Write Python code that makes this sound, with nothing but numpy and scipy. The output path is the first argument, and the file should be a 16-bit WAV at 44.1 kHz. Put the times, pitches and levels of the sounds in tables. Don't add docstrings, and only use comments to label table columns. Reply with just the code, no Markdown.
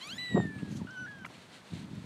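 import sys
import numpy as np
from scipy import signal
from scipy.fft import rfft, irfft
from scipy.io import wavfile

SR = 44100
rng = np.random.default_rng(int(sys.argv[2]) if len(sys.argv) > 2 else 0)


def bounce(signal):
    frames = np.transpose(np.atleast_2d(signal))
    limited = np.clip(frames, -1, 1)
    pcm = np.round(limited * 32767).astype(np.int16)
    wavfile.write(sys.argv[1], SR, pcm)


N = 90404
TIME = np.arange(N) / SR
CUTOFF_HZ = 15700


def from_db(db):
    return 10 ** (np.asarray(db) / 20)


def rms_one(x):
    return x / np.sqrt(np.mean(x ** 2) + 1e-20)


def at_hz(points, hz):
    f, db = np.transpose(points)
    return np.interp(np.log(hz + 1e-9), np.log(f), db)


def level(rows):
    s, db = np.transpose(rows)
    sounding = (TIME >= s[0] - .03) * (TIME <= s[-1] + .03)
    return from_db(np.interp(TIME, s, db)) * sounding


def curve(rows):
    return np.interp(TIME, *np.transpose(rows))


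def drift(hz):
    r = np.exp(-2 * np.pi * hz / SR)
    motion = signal.lfilter([1], [1, -2 * r, r * r], rng.standard_normal(2 * N))
    return rms_one(motion[N:])


def coloured(x, colour):
    hz = np.arange(N + 1) * SR / (2 * N)
    spectrum = rfft(x, 2 * N) * from_db(at_hz(colour, hz))
    return rms_one(irfft(spectrum)[:N])


def grains(per_s, spread_db):
    size_db = spread_db * np.minimum(rng.exponential(1, N), 4)
    sizes = from_db(size_db) * rng.choice([-1, 1], N)
    return sizes * (rng.random(N) < per_s / SR)


def low_pass(x, hz):
    return signal.sosfilt(signal.butter(2, min(hz, SR / 2 - 1), fs=SR, output="sos"), x + 1e-18)


# (f/Hz, level/dB)
HUSH_COLOUR = [(30, -33), (70, -20), (170, 1), (450, -2), (950, -4.5), (1600, -7), (4300, -29.5),
               (5500, -23.5), (9000, -29.5), (12000, -32.5), (15500, -42)]


def hush():
    return from_db(-58) * coloured(rng.standard_normal(N), HUSH_COLOUR)


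SLIP_SPREAD_DB = 1.5

# (t/s, level/dB)
SHUFFLE = [(0, -65), (.14, -48), (.29, -55.5), (.34, -33), (.42, -34.5), (.52, -44.5), (.6, -44),
           (.84, -40.5), (.88, -54), (.98, -56.5), (1.02, -44.5), (1.09, -56), (1.26, -52), (1.34, -58.5),
           (1.69, -62), (1.73, -43.5), (2.05, -48.5)]
# (f/Hz, level/dB)
SHUFFLE_COLOUR = [(30, -38), (60, -19), (110, -2), (185, -0.5), (310, -8), (450, -28.5), (900, -34.5),
                  (6000, -100)]


def shuffle():
    return level(SHUFFLE) * coloured(grains(per_s=900, spread_db=SLIP_SPREAD_DB), SHUFFLE_COLOUR)


# (t/s, level/dB)
SCUFF = [(.338, -49), (.358, -29.5), (.372, -24.5), (.385, -30), (.42, -50)]
# (f/Hz, level/dB)
SCUFF_COLOUR = [(40, -42), (125, -9), (200, -6.5), (360, 4.5), (520, -2.5), (780, -8.5), (1200, -18.5),
                (1600, -37), (6000, -72)]


def scuff():
    return level(SCUFF) * coloured(grains(per_s=1600, spread_db=SLIP_SPREAD_DB), SCUFF_COLOUR)


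# (t/s, level/dB)
RUSTLE = [(0, -54), (.36, -60.5), (.55, -63), (.62, -60), (.75, -58.5), (.85, -61.5), (1.1, -62.5),
          (1.25, -67), (1.35, -57), (1.48, -59.5), (1.56, -53.5), (1.63, -63), (1.69, -57.5), (1.75, -52.5),
          (1.83, -56), (1.88, -62), (2.05, -58.5)]
# (f/Hz, level/dB)
RUSTLE_COLOUR = [(300, -19), (600, 3), (1200, -4.5), (2000, 3), (3200, 2), (4300, 2), (5200, -7),
                 (8500, -9), (12000, -22.5), (15500, -42)]


def rustle():
    rubbing = coloured(grains(per_s=8100, spread_db=2.5), RUSTLE_COLOUR)
    flutter_db = 1.0 * drift(19)
    return level(RUSTLE) * rubbing * from_db(flutter_db)


# (t/s, level/dB)
SWISH = [(.64, -96), (.72, -59.5), (.755, -61), (.772, -52.5), (.79, -63), (.84, -90)]
# (f/Hz, level/dB)
SWISH_COLOUR = [(2000, -3), (5000, 2.5), (6400, 9.5), (8000, -2.5), (11500, -5.5), (15000, -27)]


def swish():
    return level(SWISH) * coloured(grains(per_s=5900, spread_db=0.5), SWISH_COLOUR)


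# (t/s, level/dB, centre f/Hz, width f/Hz, decay to 1/e t/s)
TICKS = [(0.073, -47.5, 9500, 1500, 0.0023), (.469, -57.5, 3470, 5950, .004),
         (.907, -55, 5440, 1400, 0.0045), (1.256, -56.5, 5100, 9000, .014), (1.3, -46, 634, 404, .009),
         (1.952, -58.5, 7000, 6000, .0046)]


def ticks():
    out = np.zeros(N)
    for s, db, hz, width_hz, decay_s in TICKS:
        r = np.exp(-np.pi * width_hz / SR)
        resonance = [1, 0, -1, 1, -2 * r * np.cos(2 * np.pi * hz / SR), r * r]
        noise = rng.standard_normal(N)
        burst = noise * (TIME >= s) * np.exp(-np.maximum(TIME - s, 0) / decay_s)
        steady, tick = signal.sosfilt([resonance] * 2, [noise, burst + 1e-18 * noise])
        out += from_db(db) * tick / steady.std()
    return out


# (t/s, level/dB)
SNAGS = [(0.3588, -26.5), (.3632, -22.5), (0.3728, -24), (0.3768, -23), (0.3801, -23), (0.4013, -22.5),
         (1.3014, -42.5)]
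# (f/Hz, level/dB, 60 dB decay t/s)
SNAG_MODES = [(375, -4, 0.023), (693, -5, 0.013), (1190, -23, .005)]
SNAG_SOFTNESS_HZ = 1610


def snags():
    jolts = np.zeros(N)
    for s, db in SNAGS:
        jolts[int(s * SR)] = -from_db(db)
    ring = np.zeros(N)
    for hz, db, t60 in SNAG_MODES:
        ring += from_db(db - 60 * TIME / t60) * np.cos(2 * np.pi * hz * TIME)
    ringing = signal.fftconvolve(jolts, ring)[:N]
    return low_pass(low_pass(ringing, SNAG_SOFTNESS_HZ), SNAG_SOFTNESS_HZ)


# (t/s, level/dB, contact brightness f/Hz)
BUMPS = [(.131, -29, 396), (.32, -34, 497), (.345, -10, 705), (0.35, -13.5, 550), (0.3648, -25, 800),
         (0.3819, -15.5, 607), (0.3871, -17.5, 560), (.392, -21, 560), (.398, -15, 700),
         (0.4524, -19.5, 475), (.4725, -24, 398), (.503, -25.5, 484), (0.56, -22.5, 288), (.622, -24, 446),
         (0.629, -19, 530), (0.678, -26.5, 600), (0.7238, -23.5, 455), (.7515, -23, 394),
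         (0.815, -22.5, 560), (0.8473, -22.5, 417), (1.014, -35, 520), (1.219, -35.5, 385),
         (1.7326, -21, 424), (1.755, -26.5, 394), (1.912, -32.5, 394), (1.931, -27, 398),
         (1.976, -26.5, 396), (2.041, -29.5, 600)]
# (f/Hz, level/dB, 60 dB decay t/s)
FLOOR_MODES = [(114, -19, 0.12), (187.3, -1, 0.028), (311, -12, 0.013)]
BUMP_RISE_S, FLOOR_DETUNE = 0.00067, .04
BUMP_LOW_CUT_HZ, PAD_SOFTNESS_HZ = 103, 880


def bumps():
    out = np.zeros(N)
    for s, db, contact_hz in BUMPS:
        age = np.maximum(TIME - s, 0)
        swing = np.zeros(N)
        for hz, mode_db, t60 in FLOOR_MODES:
            mode_hz = hz * rng.normal(1, FLOOR_DETUNE)
            swing += from_db(mode_db - 60 * age / t60) * np.sin(2 * np.pi * mode_hz * age)
        contact = low_pass(swing * (1 - np.exp(-age / BUMP_RISE_S)), contact_hz)
        out += from_db(db) * low_pass(contact, PAD_SOFTNESS_HZ)
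    return signal.sosfilt(signal.butter(4, BUMP_LOW_CUT_HZ, "high", fs=SR, output="sos"), out)


VOICE_EDGE_S, SHIMMER = 0.0024, 0.62
JITTER, JITTER_HZ, WAVER, WAVER_HZ = 0.0333, 363, 0.00163, 35
TREBLE_FROM_HZ, TREBLE_RAMP_HZ = 3600, 1310


def voice(rows, throat, air_db, treble_db=0):
    s, *columns = np.transpose(rows)
    hz, base_db, over_db, rough = [np.interp(TIME, s, c) for c in columns]
    gate = np.clip(np.minimum(TIME - s[0], s[-1] - TIME) / VOICE_EDGE_S + .5, 0, 1)
    wobble = JITTER * rough * drift(JITTER_HZ) + WAVER * drift(WAVER_HZ)
    phase = 2 * np.pi * np.cumsum(hz * (1 + wobble)) / SR
    tone = from_db(base_db) * np.sin(phase)
    for k in range(2, 13):
        treble = np.clip((k * hz - TREBLE_FROM_HZ) / TREBLE_RAMP_HZ, 0, 1)
        overtone_db = over_db + treble * treble_db + at_hz(throat, k * hz)
        tone += from_db(overtone_db) * np.sin(k * phase) * (k * hz < CUTOFF_HZ)
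    shimmer = 1 + SHIMMER * rough * drift(JITTER_HZ)
    breath = rng.standard_normal(N) * (1 + np.sin(phase))
    air = from_db(over_db + air_db) * coloured(breath, throat)
    return gate * (np.sqrt(2) * tone * shimmer + air)


# (t/s, pitch f/Hz, fundamental level/dB, overtone level/dB before the throat, roughness factor)
FAR_MEW = [(.5, 2420, -78, -90, 0.085), (.53, 2335, -60, -84, .05), (.595, 2360, -70, -87, .1)]
# (f/Hz, level/dB)
SECOND_THROAT = [(1000, -28), (2900, 1), (3300, 0.5), (4300, -18), (5200, -8), (6000, -6), (6800, -27),
                 (9000, -34), (10500, -22), (11500, -40), (13000, -45)]


def far_mew():
    return voice(FAR_MEW, SECOND_THROAT, air_db=-18)


# (start t/s, length t/s,
# start f/Hz, goal f/Hz, fundamental level/dB, overtone level/dB before the throat, roughness factor)
SQUEAKS = [(0.583, 0.028, 1051, 1485, -60.5, -52, 1.81), (0.795, 0.038, 1340, 785, -52.5, -66, .1),
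           (1.2458, 0.0093, 1180, 1003, -43.5, -37.5, 1.38), (1.258, 0.011, 1245, 1410, -47.5, -48, 1.2)]
# (f/Hz, level/dB)
SHUT_THROAT = [(1000, -24), (1700, 0), (2150, -3), (2700, -8), (3300, -22.5), (4000, -26), (8000, -48)]


def squeaks(edge_db=8, settle=2.67):
    out = np.zeros(N)
    for s, length, hz, goal, base, over, rough in SQUEAKS:
        rows = []
        for part in np.linspace(0, 1, num=5):
            fade = edge_db * (2 * part - 1) ** 2
            pitch = goal + (hz - goal) * np.exp(-settle * part)
            rows.append((s + length * part, pitch, base - fade, over - fade, rough))
        out += voice(rows, SHUT_THROAT, air_db=-16)
    return out


# (t/s, pitch f/Hz, fundamental level/dB, overtone level/dB before the throat, roughness factor)
SECOND_MEW = [(.871, 1399, -45, -54, .4), (.879, 1544, -50.5, -73, .19), (.892, 1417, -47, -64, 0.18),
              (.908, 1552, -49, -65, .05), (.95, 1524, -49, -64, .05), (.978, 1491, -41.5, -60, .03),
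              (1.015, 1507, -41.5, -63.5, .017), (1.061, 1440, -43.5, -67.5, .042),
              (1.067, 1760, -47, -80, .14), (1.077, 1500, -47, -81, .54), (1.083, 1695, -45, -68, 0.046),
              (1.18, 1614, -55, -67.5, 0.028), (1.243, 1492, -51, -67, .11)]
# (t/s, level/dB)
SECOND_TREBLE = [(.9, -18), (.98, 2), (1.055, 8), (1.09, -5)]


def second_mew():
    return voice(SECOND_MEW, SECOND_THROAT, air_db=-6.5, treble_db=curve(SECOND_TREBLE))


# (t/s, pitch f/Hz, fundamental level/dB, overtone level/dB before the throat, roughness factor)
RISING_CRY = [(.002, 1086, -61, -66, .4), (.015, 990.6, -58, -49.5, 0.22), (.028, 1060, -58.5, -48.5, .15),
              (.074, 1196, -54.5, -45, 0.15), (.1, 1348, -56, -44.5, 0.22),
              (.128, 1583, -52.5, -44.5, .078), (.152, 1702, -66, -46.5, 0.12),
              (.177, 1787, -52, -41, 0.31)]
# (f/Hz, level/dB)
OPEN_THROAT = [(600, -3), (2000, -7.5), (2700, -4), (3200, 3.5), (3550, -16.5), (4000, 0), (4450, -3),
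               (5000, -24), (5650, -14), (6200, -17.5), (6900, -12), (8000, -27), (10000, -27),
               (12300, -27), (13500, -43)]


def rising_cry():
    return voice(RISING_CRY, OPEN_THROAT, air_db=-22)


# (t/s, pitch f/Hz, fundamental level/dB, overtone level/dB before the throat, roughness factor)
FIRST_MEW = [(.18, 1945, -42, -46, 0.34), (.184, 1982, -44, -39, 0), (.24, 1990, -43, -40, 0),
             (.33, 1926, -42.5, -45.5, 0.02), (.402, 1856, -43.5, -50.5, 0.1),
             (.412, 1841, -44, -46.5, 0.23), (.48, 1771, -46, -58, 0.01), (.57, 1720, -53.5, -71, 0.02),
             (.7, 1632, -62.5, -72, 0.05), (.77, 1553, -70, -73, 0)]
# (f/Hz, level/dB)
FIRST_THROAT = [(1200, -17), (3000, 14), (3520, -16), (3730, -7), (4000, -0.5), (5400, -55), (6000, -26),
                (6900, -34), (7500, -6.5), (8000, -25.5), (8600, -18), (9700, -33.5), (10400, -30),
                (11200, -37), (12000, -32), (14000, -52)]
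# (t/s, level/dB)
FIRST_TREBLE = [(.46, -1), (.58, 17.5), (.68, 9)]


def first_mew():
    return voice(FIRST_MEW, FIRST_THROAT, air_db=-15.5, treble_db=curve(FIRST_TREBLE))


def scene():
    blanket = shuffle() + scuff() + rustle() + swish()
    paws = ticks() + snags() + bumps()
    kittens = far_mew() + squeaks() + second_mew() + rising_cry() + first_mew()
    return (hush() + blanket + paws + kittens)[None]


def record(dry):
    return signal.sosfilt(signal.ellip(10, .2, 80, CUTOFF_HZ, fs=SR, output="sos"), dry)


dry = scene()
out = record(dry)
bounce(out)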